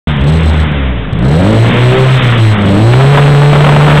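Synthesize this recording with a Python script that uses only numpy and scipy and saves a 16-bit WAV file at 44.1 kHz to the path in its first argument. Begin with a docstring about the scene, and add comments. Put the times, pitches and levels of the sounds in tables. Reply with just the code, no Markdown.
"""In a garage, close to the tailpipe, a four-cylinder car is revved: it sinks towards idle, rises twice
and holds high revs. The exhaust booms at the rate the cylinders fire, over a low rumble and a broad rush
of air that follows the revs. It thumps as the throttle opens near idle, and rasps and crackles under load.
A small narrow-band recorder is driven far into overload and squares off the boom."""
import sys
import numpy as np
from scipy import signal
from scipy.io import wavfile
from scipy.ndimage import uniform_filter1d

SR = 44100
rng = np.random.default_rng(int(sys.argv[2]) if len(sys.argv) > 2 else 0)


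def wrap_up_sound(samples):
    """Save the sound to the file named by the first command line argument, as 16-bit audio."""
    columns = np.atleast_2d(samples).T
    # keep every value between -1 and 1, then stretch to whole-number steps
    tamed = np.clip(columns, -1, 1)
    steps = np.round(tamed * 32767).astype(np.int16)
    wavfile.write(sys.argv[1], SR, steps)


N = 176400
T = np.arange(N) / SR

# Engine speed. Each row: time in seconds, firings per second.
ENGINE_SPEED = [(0.08, 80), (0.21, 66), (0.35, 81.3), (0.5, 78), (0.66, 77), (0.83, 67.3), (1.05, 51.1),
                (1.15, 49.4), (1.25, 64.2), (1.35, 79.2), (1.5, 108), (1.7, 117), (2.0, 130.3),
                (2.14, 130.4), (2.52, 105.3), (2.66, 98), (2.74, 99), (3.01, 133.6), (3.12, 142.5),
                (3.5, 144.4), (4.0, 148.4)]
# Tones at one, two and three times the firing rate. Each row: time in seconds, level in dB.
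BOOM_LEVEL = [(0.1, -6.5), (0.16, -31), (0.22, -7), (0.28, -16), (0.34, -4), (0.4, -8.5), (0.46, -5.5),
              (0.56, -9), (0.64, -6), (0.7, -16.5), (0.81, -10), (0.95, -12.5), (1.06, -21), (1.18, -14),
              (1.3, -9.5), (1.37, -2), (1.5, -3.5), (1.61, 3.5), (1.655, -6), (1.68, -3), (1.73, -6),
              (1.85, 1.5), (1.91, -3.5), (1.96, -14), (2.02, -1.5), (2.1, -0.5), (2.17, -1.5), (2.21, -13),
              (2.245, 3), (2.32, 0.5), (2.36, -7), (2.41, 2.5), (2.52, -2), (2.57, -10), (2.68, -6),
              (2.8, -1), (2.92, 4.5), (3.05, 7), (3.5, 7), (4.0, 13)]
DRONE_LEVEL = [(0.1, -9), (0.22, -11), (0.28, 0), (0.35, -8.5), (0.76, -12.5), (0.86, -19), (1.0, -14.5),
               (1.06, -44), (1.18, -12.5), (1.29, -2), (1.37, -1), (1.54, -4), (1.61, -12.5), (2.25, -21.5),
               (2.5, -14.5), (2.62, -8.5), (2.8, -1.5), (2.94, -9.5), (4.0, -9)]
BARK_LEVEL = [(0.08, -17), (0.3, -16.5), (0.52, -25), (0.7, -17.5), (1.08, -28.5), (1.24, -8), (1.32, -21),
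              (1.43, -5), (1.54, -8), (1.61, -40), (1.8, -17), (1.93, -6.5), (2.03, -5.5), (2.14, -57),
              (2.6, -25), (2.79, -5.5), (2.92, -19), (3.02, -4.5), (3.3, -18), (4.0, -22)]
# The throttle, heard as the strength of the overtones. Each row: time in seconds, gain in dB.
THROTTLE = [(0.08, -20), (0.21, -17.5), (0.28, -9), (0.36, -11), (0.6, -26), (0.8, -16), (1.0, -22.5),
            (1.07, -22), (1.13, -28), (1.19, -21.5), (1.28, -9), (1.5, 0.5), (1.62, -4), (2.0, 2),
            (2.2, -7.5), (2.56, -11), (2.66, -9.5), (2.78, -5), (3.0, 8.5), (3.4, 4.5), (4.0, 10.5)]
# How the tailpipe and garage shape the overtones. Each row: frequency in Hz, gain in dB.
PIPE_RESPONSE = [(40, -32.5), (80, -5.5), (115, -5.5), (165, -2), (215, -11.5), (255, -4.5), (300, -8.5),
                 (345, -20.5), (400, -13.5), (450, -14), (560, -13.5), (660, -19), (900, -36.5),
                 (1500, -23)]
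# How loud the three steady noises are. Each row: time in seconds, level in dB.
RUMBLE_LEVEL = [(0.08, -25), (0.5, -13), (0.8, -23.5), (1.07, -22), (1.17, -18.5), (1.3, -12.5),
                (1.55, -16), (1.72, -8.5), (1.9, -44), (2.3, -12.5), (2.57, -21), (2.68, -8.5), (2.9, -20),
                (3.2, -11.5), (3.45, -5.5), (3.72, -8.5), (4.0, -5.5)]
RUSH_LEVEL = [(0.08, -16.5), (0.3, -20.5), (0.6, -17), (0.85, -21.5), (1.1, -26.5), (1.25, -24), (1.5, -18),
              (1.75, -11.5), (2.0, -13), (2.2, -11), (2.4, -12.5), (2.6, -16), (2.85, -18.5), (3.05, -9.5),
              (3.5, -11.5), (4.0, -7.5)]
RASP_LEVEL = [(0.08, -35), (1.1, -32), (1.45, -17), (2.0, -53), (2.3, -33), (2.6, -21), (2.9, -14.5),
              (3.15, -12.5), (3.4, -19), (3.7, -11), (4.0, 0.5)]
# The mix of bass and treble in each noise. Each row: frequency in Hz, relative level in dB.
RUMBLE_SPECTRUM = [(30, -32), (60, -15), (110, 1), (170, 7), (260, -7.5), (480, -7), (800, -15),
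                   (2000, -54)]
RUSH_SPECTRUM = [(100, 3.5), (300, 7.5), (550, -2), (900, 4), (1400, 2), (1900, 3.5), (2700, -1.5),
                 (3400, 4), (4200, -1)]
RASP_SPECTRUM = [(150, -15.5), (400, -1), (700, -5), (1300, -2), (2200, -21.5), (3600, -14)]
CRACKLE_SPECTRUM = [(150, -15), (400, 4), (700, 6), (1300, -1.5), (2200, -13), (3600, -22)]
# Thumps near idle and crackles at high revs. Each row: start in seconds, level in dB.
THUMP_EVENTS = [(1.124, -4), (1.147, -13), (1.185, -9)]
CRACKLE_EVENTS = [(1.645, -10), (2.935, -0.5), (3.008, 0), (3.146, 6), (3.173, 8.5), (3.181, 2),
                  (3.194, -1), (3.22, -4), (3.277, -4.5), (3.418, 0), (3.53, 4), (3.553, 1.5), (3.605, 4.5),
                  (3.643, 1), (3.665, 8), (3.68, -2), (3.69, 9.5), (3.722, -1), (3.762, 3.5), (3.804, 0),
                  (3.875, 1)]
# The overload whine, one entry a tone. First list: frequency in Hz. 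Second list: relative level in dB.
WHINE_TONES_HZ = [4000, 8000, 12000]
WHINE_LEVELS_DB = [-25.5, -31.5, -48.5]


def from_db(db):
    """Turn decibels into a number to multiply by."""
    return 10 ** (np.asarray(db) / 20)


def rms_one(x):
    """Scale a signal so its average strength (rms) is 1."""
    return x / np.sqrt(np.mean(x ** 2) + 1e-20)


def in_time(rows):
    """Join a table's points with straight lines, one value a sample."""
    return np.interp(T, *np.transpose(rows))


def at_hz(spectrum, hz):
    """Look up the dB at a frequency, with octaves evenly spaced."""
    points_hz, db = np.transpose(spectrum)
    return np.interp(np.log(hz), np.log(points_hz), db)


def drift(rate_hz):
    """A smooth random wobble about 1 in size; a higher rate wobbles faster."""
    step, warm_up = 40, 2000
    pole = np.exp(-2 * np.pi * rate_hz * step / SR)
    white = rng.standard_normal(N // step + warm_up + 2)
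    slow = signal.lfilter([1], [1, -2 * pole, pole * pole], white)[warm_up:]
    return np.interp(np.arange(N) / step, np.arange(len(slow)), rms_one(slow))


def coloured_noise(spectrum, flicker_db=1.02):
    """Noise built from half-octave bands, each flickering a little."""
    out, edges_hz = 0, 25 * 2 ** np.arange(0, 7.6, .5)
    white = rng.standard_normal((2, N))
    for k, (low, high) in enumerate(zip(edges_hz, edges_hz[1:])):
        band = signal.sosfilt(signal.butter(2, [low, high], "band", fs=SR, output="sos"), white[k % 2])
        out += band * from_db(at_hz(spectrum, np.sqrt(low * high)) + flicker_db * drift(7.6))
    return rms_one(out)


def exhaust_note(firing_hz, phase, wander_rad=0.84, crank_db=-10, cam_db=-19):
    """The firings make three strong tones, plus overtones shaped by the pipe as the revs slide."""
    boom = from_db(in_time(BOOM_LEVEL) + 2.01 * drift(10.3)) * np.sin(phase)
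    drone = from_db(in_time(DRONE_LEVEL)) * np.sin(2 * phase + wander_rad * drift(2.72))
    bark = from_db(in_time(BARK_LEVEL)) * np.sin(3 * phase)
    out = boom + drone + bark
    throttle_db = in_time(THROTTLE)
    uneven_phase = phase + 0.1 * drift(25)   # the firings are not quite evenly timed
    # The camshaft turns once in four firings and the crankshaft once in two, so tones fall on quarters.
    for quarters in range(2, 41):
        if quarters in (4, 8, 12):   # these are the boom, drone and bark
            continue
        multiple = quarters / 4
        shaft_db = cam_db if quarters % 2 else crank_db if quarters % 4 else 0
        flutter_db = 3.5 * drift(9.5)
        db = throttle_db + shaft_db + at_hz(PIPE_RESPONSE, multiple * firing_hz) + flutter_db
        offset = rng.uniform(0, 2 * np.pi) + wander_rad * drift(1.86)
        out += from_db(db) * np.sin(multiple * uneven_phase + offset)
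    return out


def rumble():
    """Uneven firing makes a low noise."""
    return from_db(in_time(RUMBLE_LEVEL)) * coloured_noise(RUMBLE_SPECTRUM)


def air_rush():
    """Rushing air makes a broad noise."""
    return from_db(in_time(RUSH_LEVEL)) * coloured_noise(RUSH_SPECTRUM)


def rasp(phase, puff_depth=0.67):
    """Each firing pushes out a puff of swirling gas."""
    puffs = rms_one(np.exp(puff_depth * np.cos(phase)))
    return from_db(in_time(RASP_LEVEL)) * coloured_noise(RASP_SPECTRUM) * puffs


def thumps(ring_hz=110.2, rise_s=0.0051):
    """Single heavy firings make the silencer swell and ring for a few cycles."""
    out = 0
    for start, db in THUMP_EVENTS:
        age = np.maximum(T - start, 0)
        swell = age / rise_s * np.exp(1 - age / rise_s)
        out += from_db(db) * swell * np.sin(2 * np.pi * ring_hz * age)
    return out


def crackle_bursts(rise_s=0.00073, decay_s=0.0081):
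    """The loudness of the exhaust crackles: each jumps up and quickly dies away."""
    bursts = 0
    for start, db in CRACKLE_EVENTS:
        age = np.maximum(T - start, 0)
        rise = np.minimum(age / rise_s, 1)
        fall = np.exp(-np.maximum(age - rise_s, 0) / decay_s)
        bursts += from_db(db) * rise * fall
    return bursts


def scene():
    """Engine speed drives the note and the rasp; the other sounds are added on top."""
    firing_hz = in_time(ENGINE_SPEED) * (1 + 0.0033 * drift(11.54))
    phase = 2 * np.pi * np.cumsum(firing_hz) / SR   # one cycle for each firing
    bursts = crackle_bursts()
    note = exhaust_note(firing_hz, phase) / (1 + 0.56 * bursts)   # the note falters at each crackle
    crackles = bursts * coloured_noise(CRACKLE_SPECTRUM)
    return (note + crackles + rumble() + air_rush() + rasp(phase) + thumps())[None]


def record(dry):
    """The recorder flattens the peaks and cuts the treble; a thin whine and fizz ride on the overload."""
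    start_s, bias, clip_level, ceiling = 0.073, -0.054, 0.665, 0.73
    driven = (dry + bias) * (T > start_s)   # silent until the recorder starts
    clipped = np.clip(driven, -clip_level, clip_level)
    narrow = signal.sosfiltfilt(signal.butter(14, Wn=3708, fs=SR, output="sos"), clipped)
    # Whine and fizz grow with the share of the surrounding 11 ms that is clipped.
    clipped_share = uniform_filter1d(1.0 * (np.abs(driven) > clip_level), size=int(0.011 * SR))
    overload = np.clip((clipped_share - 0.023) / 0.39, 0, 1)
    whine = sum(from_db(db) * np.cos(2 * np.pi * hz * T)
                for hz, db in zip(WHINE_TONES_HZ, WHINE_LEVELS_DB))
    hiss = signal.sosfilt(signal.butter(2, Wn=3560, fs=SR, output="sos"), rng.standard_normal(N))
    fizz = from_db(-26) * rms_one(hiss)
    distorted = np.clip(narrow * (1 + overload * (whine + fizz)), -ceiling, ceiling)
    top_cut = signal.cheby2(20, 70, 16200, fs=SR, output="sos")   # blocks everything above 16200 Hz
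    return signal.sosfilt(top_cut, distorted)


dry = scene()
out = record(dry)
wrap_up_sound(out)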